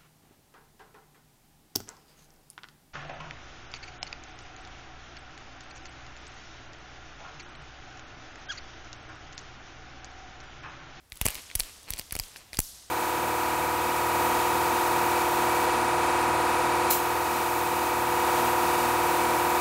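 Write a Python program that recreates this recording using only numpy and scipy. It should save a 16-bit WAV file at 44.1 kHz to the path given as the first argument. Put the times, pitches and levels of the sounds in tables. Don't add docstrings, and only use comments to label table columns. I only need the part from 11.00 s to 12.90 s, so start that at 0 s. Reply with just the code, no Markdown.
import sys
import numpy as np
from scipy import signal
from scipy.fft import rfft, irfft
from scipy.io import wavfile
from scipy.ndimage import uniform_filter1d

SR = 44100
rng = np.random.default_rng(int(sys.argv[2]) if len(sys.argv) > 2 else 0)


def nominal_scale(level):
    x = np.asarray(level, float) / 20
    return 10 ** x


def materialize(psi):
    bounded = np.clip(np.atleast_2d(psi).T, -1, 1)
    quanta = np.round(bounded * 32767).astype(np.int16)
    wavfile.write(sys.argv[1], SR, quanta)


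N = 83790


def evened(x):
    return x / np.sqrt(np.mean(x ** 2) + 1e-20)


def read(points, hz):
    table_hz, value = np.transpose(points)
    return np.interp(np.log(hz + 1), np.log(table_hz + 1), value)


def add(mix, start_s, sound):
    part = mix[round(start_s * SR):][:len(sound)]
    part += sound[:len(part)]


def ring(x, hz, width_hz):
    radius = np.exp(-np.pi * width_hz / SR)
    pole = radius * np.exp(2j * np.pi * hz / SR)
    return 2 * signal.lfilter([1 - radius], [1, -pole], x).real


def ring_twice(x, hz, width_hz):
    return evened(ring(ring(x, hz, width_hz), hz, width_hz))


# frequency in Hz, width in Hz, level in dB.
TUBE_MODES = [(2150, 700, -8), (3300, 900, -7), (4700, 900, -4), (6000, 900, -7), (7050, 900, -8),
              (8140, 800, -4), (10200, 600, -.5), (12600, 900, -3), (14800, 900, -8)]


def crack(peak_db, hz, length_s, body_db, wall_db, chance):
    own_db, own_q, splinter_db = -3, 6, 2
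    focus_db, focus_octaves = -6, 1.1
    t = np.arange(len(chance)) / SR
    splinters = chance[:, 0] * nominal_scale(splinter_db * np.repeat(chance[::20, 1], 20))
    burst = splinters * np.minimum(t / 0.0005, 1) * np.exp(-(t / length_s) ** 1.2)

    out = nominal_scale(own_db) * ring_twice(burst, hz, hz / own_q + 900)
    for mode_hz, width_hz, mode_db in TUBE_MODES:
        distance = (np.log2(mode_hz / hz) / focus_octaves) ** 2
        distance = min(distance, 4 if mode_hz > hz else 3.2)
        out += nominal_scale(mode_db + focus_db * distance) * ring_twice(burst, mode_hz, 2 * width_hz)

    out = evened(out)
    out += nominal_scale(body_db) * ring_twice(burst, 800, 1400)
    out += nominal_scale(wall_db) * ring_twice(burst, 2500, 1700)
    return nominal_scale(peak_db - 6) * evened(out) * np.sqrt((length_s + 0.0004) / t[-1])


# peak in dB, brightest Hz, length in seconds, dull body in dB, wall ring in dB.
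CRACKS = [(-13.5, 11800, 0.0016, -11, -4), (-12, 11500, 0.0017, -17.5, -10), (-19, 5900, 0.00042, 3, 1),
          (-9, 7700, 0.0011, -10.5, -11), (-16.5, 8800, .0009, -29, -5.5), (-22, 12000, 0.00087, -31, -8),
          (-13, 9900, 0.00085, -28, -19), (-14, 11000, 0.00091, -31, -29), (-24, 12500, 0.0011, -24, -17),
          (-20, 9000, 0.0018, -31, -18), (-12, 9800, 0.0011, -31, -48), (-13.5, 4600, 0.0011, -21, -14),
          (-17.5, 11800, .0015, -34, -18.5), (-20.5, 4270, 0.00081, -19, -18),
          (-20.5, 4700, 0.00099, -19, -13), (-20, 11000, 0.0024, -26, -18),
          (-18.5, 5020, 0.00072, -5.5, -9.5), (-21, 9100, 0.00097, -3, -3.5),
          (-18.5, 7000, 0.00081, -35, -16), (-15.5, 4950, 0.0011, -27, -19.5),
          (-21.5, 4700, 0.0009, -26, -25), (-15, 9300, 0.0011, -5.5, -15), (-9, 8000, 0.00084, -10, -27),
          (-13.5, 11500, .001, -25, -42)]
CRACK_S = [0.2136, 0.2553, 0.2603, 0.2643, 0.2849, 0.3046, 0.5531, 0.5568, 0.5923, 0.596, 0.5986, 0.6044,
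           0.9049, 0.9359, 0.9954, 1.1233, 1.153, 1.1647, 1.1901, 1.1978, 1.5709, 1.5888, 1.5911, 1.6027]
# peak in dB, brightest Hz.
CHIPS = [(-47, 11800), (-27.5, 4170), (-38, 13000), (-33, 9700), (-31, 5200), (-24.5, 7100), (-22, 3000),
         (-25, 10400), (-29.5, 3300), (-30, 8000), (-39, 2400), (-26, 9200), (-24, 2800), (-33.5, 1630),
         (-41, 7600), (-30.5, 2800), (-29.5, 2050), (-15.5, 10300), (-32, 10200), (-31, 3400), (-39, 9900),
         (-43, 4100), (-36, 15100), (-33, 3600), (-29, 10000), (-33, 4500), (-22.5, 8400),
              (-31, 10400), (-32.5, 3600), (-44, 3200), (-27, 3660), (-30, 1700), (-49, 7100),
              (-30.5, 4700), (-38, 8000), (-28.5, 1500), (-36, 4600), (-27, 4140), (-34.5, 2600),
              (-27.5, 2900), (-37, 9200), (-23, 10500),
         (-29, 1970), (-38, 12000), (-51, 12000), (-40, 3300), (-43, 3700), (-33, 11500), (-38, 11000),
         (-40, 7500), (-31, 3400), (-47, 2600), (-41, 2200), (-48, 2930), (-27.5, 2000), (-35, 10200),
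         (-46, 12700), (-33, 9500), (-18, 13600), (-21, 5800), (-21.5, 3200), (-27, 14000), (-29, 3700),
         (-22, 8600), (-22.5, 12500), (-23, 10200), (-21.5, 1300), (-20, 4700)]
CHIP_S = [0.1, 0.1212, 0.1571, 0.1724, 0.223, 0.2525, 0.277, 0.2802, 0.298, 0.3105, 0.3398, 0.3456, 0.3539,
          0.3796, 0.4188, 0.5012, 0.5135, 0.5541, 0.6114, 0.6346, 0.8311]
LATE_CHIP_S = [0.8417, 0.9625, 0.9716, 0.9804, 0.9838, 0.9889, 0.9916, 1.014, 1.0983, 1.109, 1.1286, 1.2238,
               1.2367, 1.283, 1.3607, 1.3687, 1.5316, 1.5402, 1.5454, 1.554, 1.5997]
MORE_CHIP_S = [.1213, .1283, .14, .1685, .21, .2495, .5805, .917, .9238, .9265, .943, .9456, 1.5317, 1.539,
               1.5755, 1.617, 1.199, .2142, .285, .354, .9052, .9362, .9958, 1.1535, 1.589, 1.5902]


def crystals():
    fizz_db, fizz_s = -24.5, 0.0025
    wash_db, wash_t60_s = -18, 0.061
    chip_length_s, chip_body_db, chip_wall_db = 0.0008, -22, -25

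    breaks = [(s, *row) for s, row in zip(CRACK_S, CRACKS)]
    small_s = CHIP_S + LATE_CHIP_S + MORE_CHIP_S
    for s, row in zip(small_s, CHIPS):
        breaks.append((s, *row, chip_length_s, chip_body_db, chip_wall_db))
    out = np.zeros(N)
    for start_s, *settings in breaks:
        chance = rng.standard_normal((600, 2))
        add(out, start_s - 0.0003, crack(*settings, chance))

    t = np.arange(8000) / SR
    fizz = rng.standard_normal(800) * np.exp(-t[799::-1] / fizz_s)
    fizz /= np.linalg.norm(fizz)
    out = out + nominal_scale(fizz_db) * signal.fftconvolve(out, fizz)[799:]
    wash = rng.standard_normal(8000) * nominal_scale(-60 * t / wash_t60_s) * np.minimum(t / 0.00083, 1)
    wash /= np.linalg.norm(wash)
    return out + nominal_scale(wash_db) * signal.fftconvolve(out, wash)[:N]


# start in seconds, level in dB, recoil share.
JOLTS = [(.121, -39, 0), (.2135, -22, .45), (.255, -22, .5), (.264, -26, .9), (.279, -36, 0),
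         (.285, -36, 0), (.353, -44, 0), (.553, -25, 0), (.592, -31, 0), (.598, -29, 0), (.604, -34, 0),
         (.905, -30, .3), (.9355, -35, 0), (.9955, -39, .7), (1.123, -32, .2), (1.153, -32, .2),
         (1.165, -44, .8), (1.19, -33, 0), (1.198, -29, 0), (1.531, -44, .1), (1.571, -38, 0),
         (1.5888, -19.5, .9), (1.6025, -44, 1)]


def jolts():
    recoil_s, push_s, low_cut_hz = 0.0011, 0.012, 22
    back = np.arange(0, recoil_s, 1 / SR) / recoil_s
    fore = np.arange(0, push_s, 1 / SR) / push_s
    out = np.zeros(N)
    for start_s, db, recoil in JOLTS:
        sharpness = 0.66 - 0.32 * min(2 * recoil, 1)
        pull = -recoil * np.sin(np.pi * back)
        push = np.sin(np.pi * fore ** sharpness) ** 2
        add(out, start_s, nominal_scale(db) * np.r_[pull, push])
    return signal.sosfilt(signal.butter(4, low_cut_hz, "high", fs=SR, output="sos"), out)


def hiss(gain, patch_db):
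    frames = N // 64 + 5
    real, imag, patches = rng.standard_normal((frames, 129, 3)).T
    patches = evened(uniform_filter1d(uniform_filter1d(patches, 10, 0), 6, 1))
    hz = np.fft.rfftfreq(256, 1 / SR)[:, None]
    t = np.arange(frames) * 64 / SR
    z = (real + 1j * imag) * nominal_scale(patch_db * patches) * gain(hz, t)
    return signal.istft(z, nperseg=256, noverlap=192)[1][:N]


# start in seconds, level in dB, rise in seconds, t60 in seconds, low band in dB.
SLIDES = [(.12, -47.5, 0.043, 1.1, 5.5), (.213, -40.5, 0.0042, 0.46, 10), (.262, -36.5, 0.013, 2.03, 2),
          (.339, -44, 0.048, 1.1, 6), (.555, -45, .0078, 2.1, 7), (.6, -40, 0.014, 1.9, -3.5),
          (.88, -44, 0.012, 0.7, 0), (.905, -46, .0059, 1.3, -4), (.975, -45, .0073, 1.6, 1),
          (1.125, -43.5, 0.013, 2, 2), (1.158, -53, .0056, 1.1, 2), (1.2, -42, 0.03, 1.46, 4),
          (1.36, -40.5, 0.0062, 0.31, -12), (1.534, -40, .0087, .3, 3), (1.552, -42, 0.0037, .1, 4),
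          (1.606, -35.5, .014, 1.83, -7.5)]
# frequency in Hz, level in dB per Hz.
SLIDE_SPECTRUM = [(880, -13.5), (1500, -12), (1540, -12.5), (2310, -10), (2570, -11), (2780, -6.5),
                  (5290, -3.5), (11800, -3.5), (15500, -4)]
# frequency in Hz, share of t60.
DECAY_SHARE = [(1000, 1.32), (5000, 0.77), (10000, 0.54), (16000, 0.15)]


def slides():
    low_band_hz = 3435

    def gain(hz, t):
        power = 0
        for start_s, db, rise_s, t60_s, low_db in SLIDES:
            swell = np.clip((t - start_s) / rise_s, 0, 1) ** 2
            tilt_db = low_db / (1 + (hz / low_band_hz) ** 10)
            decay_db = 60 * np.maximum(t - start_s, 0) / (t60_s * read(DECAY_SHARE, hz))
            power = power + swell * nominal_scale(db + tilt_db - decay_db) ** 2
        shape = nominal_scale(read(SLIDE_SPECTRUM, hz)) * (hz > 300)
        return np.sqrt(power) * shape / np.linalg.norm(shape)

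    return 0.83 * hiss(gain, patch_db=1.5)


# start in seconds, length in seconds, level in dB, slips per second.
CREAKS = [
    (0.267, .14, -49, 535),
    (0.485, 0.051, -59, 250),
    (0.61, .1, -53, 285),
    (0.867, 0.05, -49, 350),
    (0.905, 0.12, -50.5, 230),
    (1.105, .11, -61, 400),
    (1.346, 0.089, -59, 500),
    (1.524, 0.043, -53.5, 240),
]
# frequency in Hz, width in Hz, level in dB.
BURR_MODES = [(536, 2100, -5), (1060, 1600, 2), (2330, 1900, 12.5), (4090, 1000, 13.5)]


def creaks():
    rate_hz, level, t = np.full(N, 300.0), np.zeros(N), np.arange(N) / SR
    for start_s, length_s, db, slips_per_s in CREAKS:
        end_s = start_s + length_s
        on = (t > start_s) & (t < end_s)
        rate_hz[on] = slips_per_s
        edge_s = np.minimum(t[on] - start_s, end_s - t[on])
        level[on] = nominal_scale(db) * np.clip(edge_s / 0.011, 0, 1)

    wobble = evened(uniform_filter1d(rng.standard_normal(N), 150))
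    phase = np.cumsum(rate_hz * np.exp(0.35 * wobble)) / SR
    slips = np.diff(np.floor(phase), prepend=0)
    scrape = signal.lfilter([1], [1, -0.7], slips) * (1 + 1.02 * rng.standard_normal(N))
    rung = sum(nominal_scale(db) * ring(ring(scrape, hz, width), hz, width) for hz, width, db in BURR_MODES)
    return evened(rung) * level


# frequency in Hz, level in dB per Hz.
ROOM_SPECTRUM = [(59, -39), (100, -4), (335, -7), (513, -10), (691, -8), (2800, -12.5), (15000, -17.5),
                 (16000, -24)]


def room():
    tone_db, rumble_db = -65, -69
    grip_s, grip_db = 0.12, 6
    hz = np.fft.rfftfreq(N, 1 / SR)
    spectrum = rfft(rng.standard_normal(N)) * nominal_scale(read(ROOM_SPECTRUM, hz))
    tone = evened(irfft(spectrum, N))
    rumble = ring_twice(rng.standard_normal(N), 54, 63)
    grip = nominal_scale(grip_db * np.clip((np.arange(N) / SR - grip_s) / 0.039, 0, 1))
    return grip * (nominal_scale(tone_db) * tone + nominal_scale(rumble_db) * rumble)


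def scene():
    return (crystals() + jolts() + slides() + creaks() + room())[None]


def low_pass(x):
    return signal.sosfilt(signal.butter(12, 17150, fs=SR, output="sos"), x)


def record(dry):
    edge_hz = 15850
    taps = signal.firwin(301, edge_hz, window=("kaiser", 4), fs=SR)
    mix = signal.oaconvolve(dry, taps[None], "same")
    return low_pass(mix)


dry = scene()
out = record(dry)
materialize(out)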